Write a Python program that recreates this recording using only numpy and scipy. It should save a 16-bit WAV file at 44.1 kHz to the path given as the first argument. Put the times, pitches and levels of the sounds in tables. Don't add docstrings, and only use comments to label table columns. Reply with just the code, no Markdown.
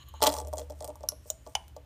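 import sys
import numpy as np
from scipy import signal
from scipy.fft import rfft, irfft
from scipy.io import wavfile

SR = 44100
rng = np.random.default_rng(int(sys.argv[2]) if len(sys.argv) > 2 else 0)


def store_pcm(level_fs):
    pcm = np.round(np.clip(level_fs, -1, 1) * 32767).astype(np.int16)
    wavfile.write(sys.argv[1], SR, np.atleast_2d(pcm).T)


N = 81585
T = np.arange(N) / SR
RING_T = T[:SR // 3]


def gain(db):
    return 10 ** (np.asarray(db) / 20)

def unit_level(x):
    return x / np.sqrt(np.mean(x ** 2) + 1e-20)

def unit_hit(x):
    return x * np.sqrt(.01 * SR / (np.sum(x ** 2) + 1e-20))

def level_curve(rows):
    return gain(np.interp(T, *np.transpose(rows)))

def fade(seconds, t=RING_T):
    return np.exp(-np.log(1000) * t / seconds)

def colour(x, spectrum):
    hz, db = np.transpose(spectrum)
    freqs = np.maximum(np.arange(len(x) // 2 + 1) * SR / len(x), 1)
    shape = gain(np.interp(np.log(freqs), np.log(hz), db))
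    bass_cut = np.minimum(freqs / hz[0], 1) ** 3
    return irfft(rfft(x) * shape * bass_cut, len(x))

def noise(spectrum, size=len(RING_T)):
    return unit_level(colour(rng.standard_normal(size), spectrum))

def cut_bass(x, hz, order):
    return signal.sosfilt(signal.butter(order, hz, "high", fs=SR, output="sos"), x)

def ring(notes, strengths=1):
    strengths = strengths * (-1.) ** np.arange(len(notes))
    return sum(strength * gain(db) * fade(fade_s) * np.sin(2 * np.pi * hz * RING_T)
               for strength, (hz, db, fade_s) in zip(strengths, notes))

def strike(notes, strengths):
    uneven = gain(2.5 * rng.standard_normal(len(notes)))
    return unit_hit(ring(notes, strengths * uneven * rng.choice([-1, 1], len(notes))))

def add(out, start_s, sound):
    i = int(start_s * SR)
    out[i:i + len(sound)] += sound[:N - i]


# time in seconds, level in dB.
HUM_LOUDNESS = [(0.0, -56.5), (0.184, -45.5), (0.406, -43), (0.452, -40.5), (1.4, -61), (1.57, -51),
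                (1.628, -57), (1.776, -52), (1.85, -68)]
# pitch in Hz, level in dB.
STEADY_HUMS = [(61, -59), (122.5, -67.5)]
# frequency in Hz, relative level in dB.
HISS_TONE = [(25, -23), (45, -3.5), (70, -1), (110, -5), (200, -18.5), (300, -18), (620, -26.5),
             (1330, -30.5), (2800, -33), (4800, -38.5), (7000, -40.5), (10700, -43.5), (13600, -38.5),
             (16000, -54)]

def hum_and_hiss(hum_hz=73.55, hiss_db=-57.5):
    hum = level_curve(HUM_LOUDNESS) * np.sin(2 * np.pi * hum_hz * T)
    steady = sum(gain(db) * np.sin(2 * np.pi * (hz * T + rng.random())) for hz, db in STEADY_HUMS)
    return np.sqrt(2) * (hum + steady) + gain(hiss_db) * noise(HISS_TONE, N)


# time in seconds, level in dB.
RUB_LOUDNESS = [(0, -57.5), (.03, -54.5), (.045, -70), (.09, -57.5), (.125, -68), (.16, -56), (.2, -63),
                (.24, -79.5)]
# frequency in Hz, relative level in dB.
RUB_TONE = [(900, -10.5), (1120, 5), (1350, -14), (1600, -4), (2000, -12), (2600, -10.5), (3050, 6.5),
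            (3600, -7.5), (4150, 2), (4700, -26), (6200, -25), (6600, 1), (7100, -7.5), (7800, -23),
            (9600, -27), (10150, -11.5), (10800, -27), (15000, -22)]

def skin_rub():
    return level_curve(RUB_LOUDNESS) * noise(RUB_TONE, N)


# pitch in Hz, relative level in dB, fade time in seconds.
CASE_NOTES = [(1964, -12, 0.036), (3310, -4, 0.034), (3450, -3.5, 0.028), (4134, 0, 0.024), (4690, -9, .04),
              (5310, -6.5, .03), (5944, -4, 0.031), (7130, -3, 0.075), (8850, -6, 0.046),
              (9200, -8.5, 0.16), (11300, -11, 0.07), (14000, -4, 0.044)]

def metal_tick(crack_tone, brightness, ring_db):
    def treble_db(hz):
        return brightness * np.maximum(np.log2(hz / 3100), 0)
    tone = [(hz, db + treble_db(hz) + 3 * rng.standard_normal()) for hz, db in crack_tone]
    crack = unit_hit(noise(tone) * (fade(.005) + gain(-13) * fade(.025)))
    case = strike(CASE_NOTES, gain(treble_db(np.array(CASE_NOTES)[:, 0])))
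    finger_damping = fade(.16)
    return crack + gain(ring_db) * case * finger_damping


# pitch in Hz, relative level in dB, fade time in seconds.
WOOD_NOTES = [(221.5, -9.5, 0.13), (291.5, -4, 0.12), (324, -8.5, 0.091), (411, -14.5, 0.12),
              (489.2, -3.5, .08), (578, -1.5, 0.044), (624.4, 0, 0.069), (718, -3.5, 0.07),
              (862, -1, 0.064), (927, 3, 0.036), (1032, -12, 0.086), (1166, -1.5, 0.049),
              (1346, -7.5, 0.035)]

def wood_knock(centre_hz, width_octaves, rise_s=.00046):
    octaves_away = np.log2(np.array(WOOD_NOTES)[:, 0] / centre_hz)
    wood = strike(WOOD_NOTES, 1 / (1 + (octaves_away / width_octaves) ** 2))
    swell = 1 - np.exp(-RING_T / rise_s)
    return unit_hit(cut_bass(wood * swell, hz=168, order=2))

def touches(rows, crack_tone, tick_db, ring_db, knock_db, width_octaves):
    out = np.zeros(N)
    for start_s, metal_db, wood_db, centre_hz, brightness in rows:
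        tick = gain(metal_db + tick_db) * metal_tick(crack_tone, brightness, ring_db)
        knock = gain(wood_db + knock_db) * wood_knock(centre_hz, width_octaves)
        add(out, start_s, tick + knock)
    return out


# start in seconds, relative tick level in dB,
# relative knock level in dB, centre of the knock in Hz, tick brightness in dB per octave.
NUDGE_TOUCHES = [(.0865, -40, -87, 800, 20), (.139, -53.5, -43.5, 920, 5), (.2055, -47.5, -41, 770, -8),
                 (.3135, -42, -51, 850, -2), (.3225, -30.5, -36, 680, -2), (.3285, -32.5, -36.5, 596, -7),
                 (.3395, -29, -37, 825, 1), (.350, -50, -37.5, 860, 3), (.366, -35.5, -39.5, 875, -6),
                 (.379, -35, -34.5, 560, 5), (.3858, -31, -37.5, 850, -2), (.4008, -35.5, -38, 800, -2.5),
                 (.4156, -42.5, -40.5, 495, 0), (.449, -48.5, -42, 580, -2), (.4722, -42, -41.5, 485, 4.5),
                 (.4828, -39, -46, 590, 12), (.5295, -41.5, -33, 600, 1), (.535, -37, -33.5, 700, 1),
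                 (.557, -42, -52, 565, 10), (.5718, -40, -38.5, 506, -4), (.582, -32.5, -35.5, 694, -2.5),
                 (.5864, -36.5, -37.5, 514, -1), (.595, -38, -43.5, 560, -2), (.602, -45, -43, 504, 7),
                 (.616, -45.5, -39, 517, -9), (.6295, -59, -49, 567, -13), (.699, -40.5, -39.5, 605, 4.5),
                 (.7055, -46, -43, 600, -4), (.7215, -50, -44, 587, 3), (.8065, -38.5, -37.5, 584, -0.5),
                 (.8243, -40.5, -40.5, 593, -3), (.834, -57, -41, 660, -4), (.845, -32.5, -37, 695, 1),
                 (.851, -41.5, -47, 597, 2), (.8773, -36, -40, 610, 10.5), (.886, -54, -40, 630, 0),
                 (.893, -50, -39, 635, 0), (.903, -52.5, -42, 634, -9), (.956, -42, -48.5, 870, 12),
                 (1.0075, -53.5, -48, 580, -3), (1.0328, -47, -44, 700, -4), (1.0375, -55, -37.5, 635, -2),
                 (1.120, -45, -42, 575, -5), (1.2568, -68, -50.5, 530, 16), (1.2742, -43, -61.5, 600, 22),
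                 (1.4652, -49, -42, 650, -12.5), (1.4734, -48.5, -42, 644, 6), (1.681, -46.5, -76, 600, 11),
                 (1.7648, -46, -40, 585, -3)]
# frequency in Hz, relative level in dB.
NUDGE_TONE = [(800, -4), (1800, -22.5), (3000, -12), (4200, -6), (5600, 4.5), (8800, 3.5), (10200, -12),
              (11500, -6), (14000, -10.5), (16000, -1.5)]

def nudges():
    return touches(NUDGE_TOUCHES, NUDGE_TONE, tick_db=-9, ring_db=-8, knock_db=-2.5, width_octaves=.34)


# start in seconds, relative tick level in dB,
# relative knock level in dB, centre of the knock in Hz, tick brightness in dB per octave.
LANDING_HITS = [(.2163, -34.5, -40, 790, -1.5), (.221, -23.5, -19.5, 800, -6),
                (.2245, -22.5, -23.5, 850, 1.5), (.2278, -16.5, -31.5, 870, -1.5),
                (.2323, -27, -19.5, 800, -3), (.2377, -18, -19.5, 850, -2.5), (.2395, -27, -31.5, 850, 3),
                (.2462, -23.5, -38.5, 840, 2), (.2505, -30, -31, 840, -1), (.2598, -27, -23.5, 800, -4),
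                (.2642, -25, -49, 800, -13), (.2679, -17, -21, 835, -2.5), (.2718, -17.5, -20, 750, -0.5),
                (.2752, -21.5, -34, 870, -4), (.2805, -32, -40, 850, -10), (.2905, -30, -49, 850, -3),
                (.2935, -32, -35, 850, -3), (.3003, -31.5, -28.5, 765, -5)]
# frequency in Hz, relative level in dB.
LANDING_TONE = [(700, -11), (1250, -4), (1550, -11.5), (1950, -3.5), (2300, -14), (2900, -1.5), (3350, 8.5),
                (3750, -7), (4200, 1), (4900, 0), (6000, 2), (8500, 1), (10500, -6), (12500, -2),
                (15000, -2.5)]

def landing():
    return touches(LANDING_HITS, LANDING_TONE,
                   tick_db=-8.5, ring_db=-3.5, knock_db=-4.5, width_octaves=.91)


# time in seconds, level in dB.
GRIT_LOUDNESS = [(0, -90), (.215, -82.5), (.235, -52), (.29, -47.5), (.4, -48), (.44, -70), (.51, -72.5),
                 (.6, -52.5), (.66, -74), (.85, -62), (.94, -75), (1.2, -77), (1.29, -55), (1.4, -77.5),
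                 (1.48, -63), (1.85, -93)]
# frequency in Hz, relative level in dB.
GRIT_TONE = [(600, -10.5), (1100, -6), (1800, -14.5), (3500, -17), (5500, -2), (7100, -3), (9000, 1.5),
             (10300, -10.5), (11500, -7), (14000, -8), (15200, -5)]

def grit(grains_per_second=1100):
    ticks = rng.random(N) < grains_per_second / SR
    sizes = gain(2.5 * np.minimum(rng.exponential(1, N), 4))
    grains = ticks * sizes * rng.choice([-1, 1], N)
    return level_curve(GRIT_LOUDNESS) * unit_level(colour(grains, GRIT_TONE))


# pitch in Hz, relative level in dB, fade time in seconds.
FIRST_NOTES = [(1446, -35, 0.05), (2850, -31.5, 0.036), (4160, -20, 0.017), (5390, -1.5, 0.013),
               (5930, 2, 0.0096), (6350, -9, 0.0041), (10050, -11, 0.019), (10900, -2.5, 0.0033),
               (11360, -10, 0.014), (13800, -20, .009)]
SECOND_NOTES = [(633, -16.5, 0.044), (3000, -26, 0.017), (3910, -24, .012), (5800, -10.5, 0.0079),
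                (6850, -3.5, 0.0095), (7300, -8, 0.0074), (8200, -17.5, .012), (8800, -8, 0.0057),
                (15050, -15, 0.013)]
THIRD_NOTES = [(688, -9.5, 0.018), (868, -9, 0.028), (1380, -28, 0.0087), (2450, -25, .007),
               (2990, -2, 0.019), (3240, -7.5, .02), (4730, -12, 0.013), (5220, -9.5, 0.021),
               (5970, -4.5, 0.021), (6900, -10.5, 0.022), (7900, -20.5, 0.0081), (9550, -9, 0.01)]
# start in seconds, ring gain in dB, head start of the first touch in seconds,
# that touch's level against the ring in dB, scrape level in dB, scrape fade time in seconds.
SNAP_EVENTS = [(1.0882, -15.5, .0007, -3.5, -26.5, 0.0081), (1.3017, -14, 0.00038, -52, -32, 0.015),
               (1.5527, -19, .0013, -2, -30.5, 0.019)]
# frequency in Hz, relative level in dB.
SCRAPE_TONES = [(1000, -19), (1430, -29), (2000, -39.5), (3200, -26), (4700, -10), (5600, 14), (6200, 6),
                (7600, -10.5), (9300, -11), (10400, 4.5), (12300, -9.5), (15000, -11)], [(1000, -31),
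                (2300, -32), (4000, -3), (4800, -15), (5750, 7.5), (6900, -2), (8600, -1), (10800, -15),
                (15000, -4)], [(400, -16.5), (850, 13.5), (1250, -9), (1800, -16), (2500, 5.5), (3050, 7.5),
                (4000, -10), (5900, -12), (7700, -12), (10000, -11), (15000, -18)]

def snaps():
    out = np.zeros(N)
    buzz = gain(-23) * fade(.084)
    for event, notes, tone in zip(SNAP_EVENTS, (FIRST_NOTES, SECOND_NOTES, THIRD_NOTES), SCRAPE_TONES):
        start_s, ring_db, ahead_s, touch_db, scrape_db, scrape_s = event
        ringing = gain(ring_db) * ring(notes)
        scrape = unit_hit(noise(tone) * (fade(scrape_s) + buzz))
        add(out, start_s - ahead_s, gain(touch_db) * ringing * (RING_T < ahead_s))
        add(out, start_s, ringing + gain(scrape_db) * scrape)
    return cut_bass(out, hz=480, order=3)


# frequency in Hz, boost or cut in dB.
ECHO_TONE = [(150, 11.5), (600, 4.5), (1500, 5.5), (3000, -3), (6000, -7.5), (10000, -1.5), (15000, -17)]

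def room(x, delay_s=.003):
    out, t = x.copy(), T[:SR // 2]
    for fade_s, db in ((.09, -13), (.39, -18)):
        dying = fade(fade_s, t) * (t > delay_s)
        echoes = colour(rng.standard_normal(len(t)), ECHO_TONE) * dying / np.sqrt(np.sum(dying ** 2))
        out += gain(db) * signal.fftconvolve(x, echoes)[:N]
    return out

def scene():
    watch = skin_rub() + nudges() + landing() + grit() + snaps()
    return (hum_and_hiss() + room(watch))[None]

def record(dry, cutoff_hz=15200):
    return signal.sosfilt(signal.ellip(10, .1, 80, cutoff_hz, fs=SR, output="sos"), dry)


dry = scene()
out = record(dry)
store_pcm(out)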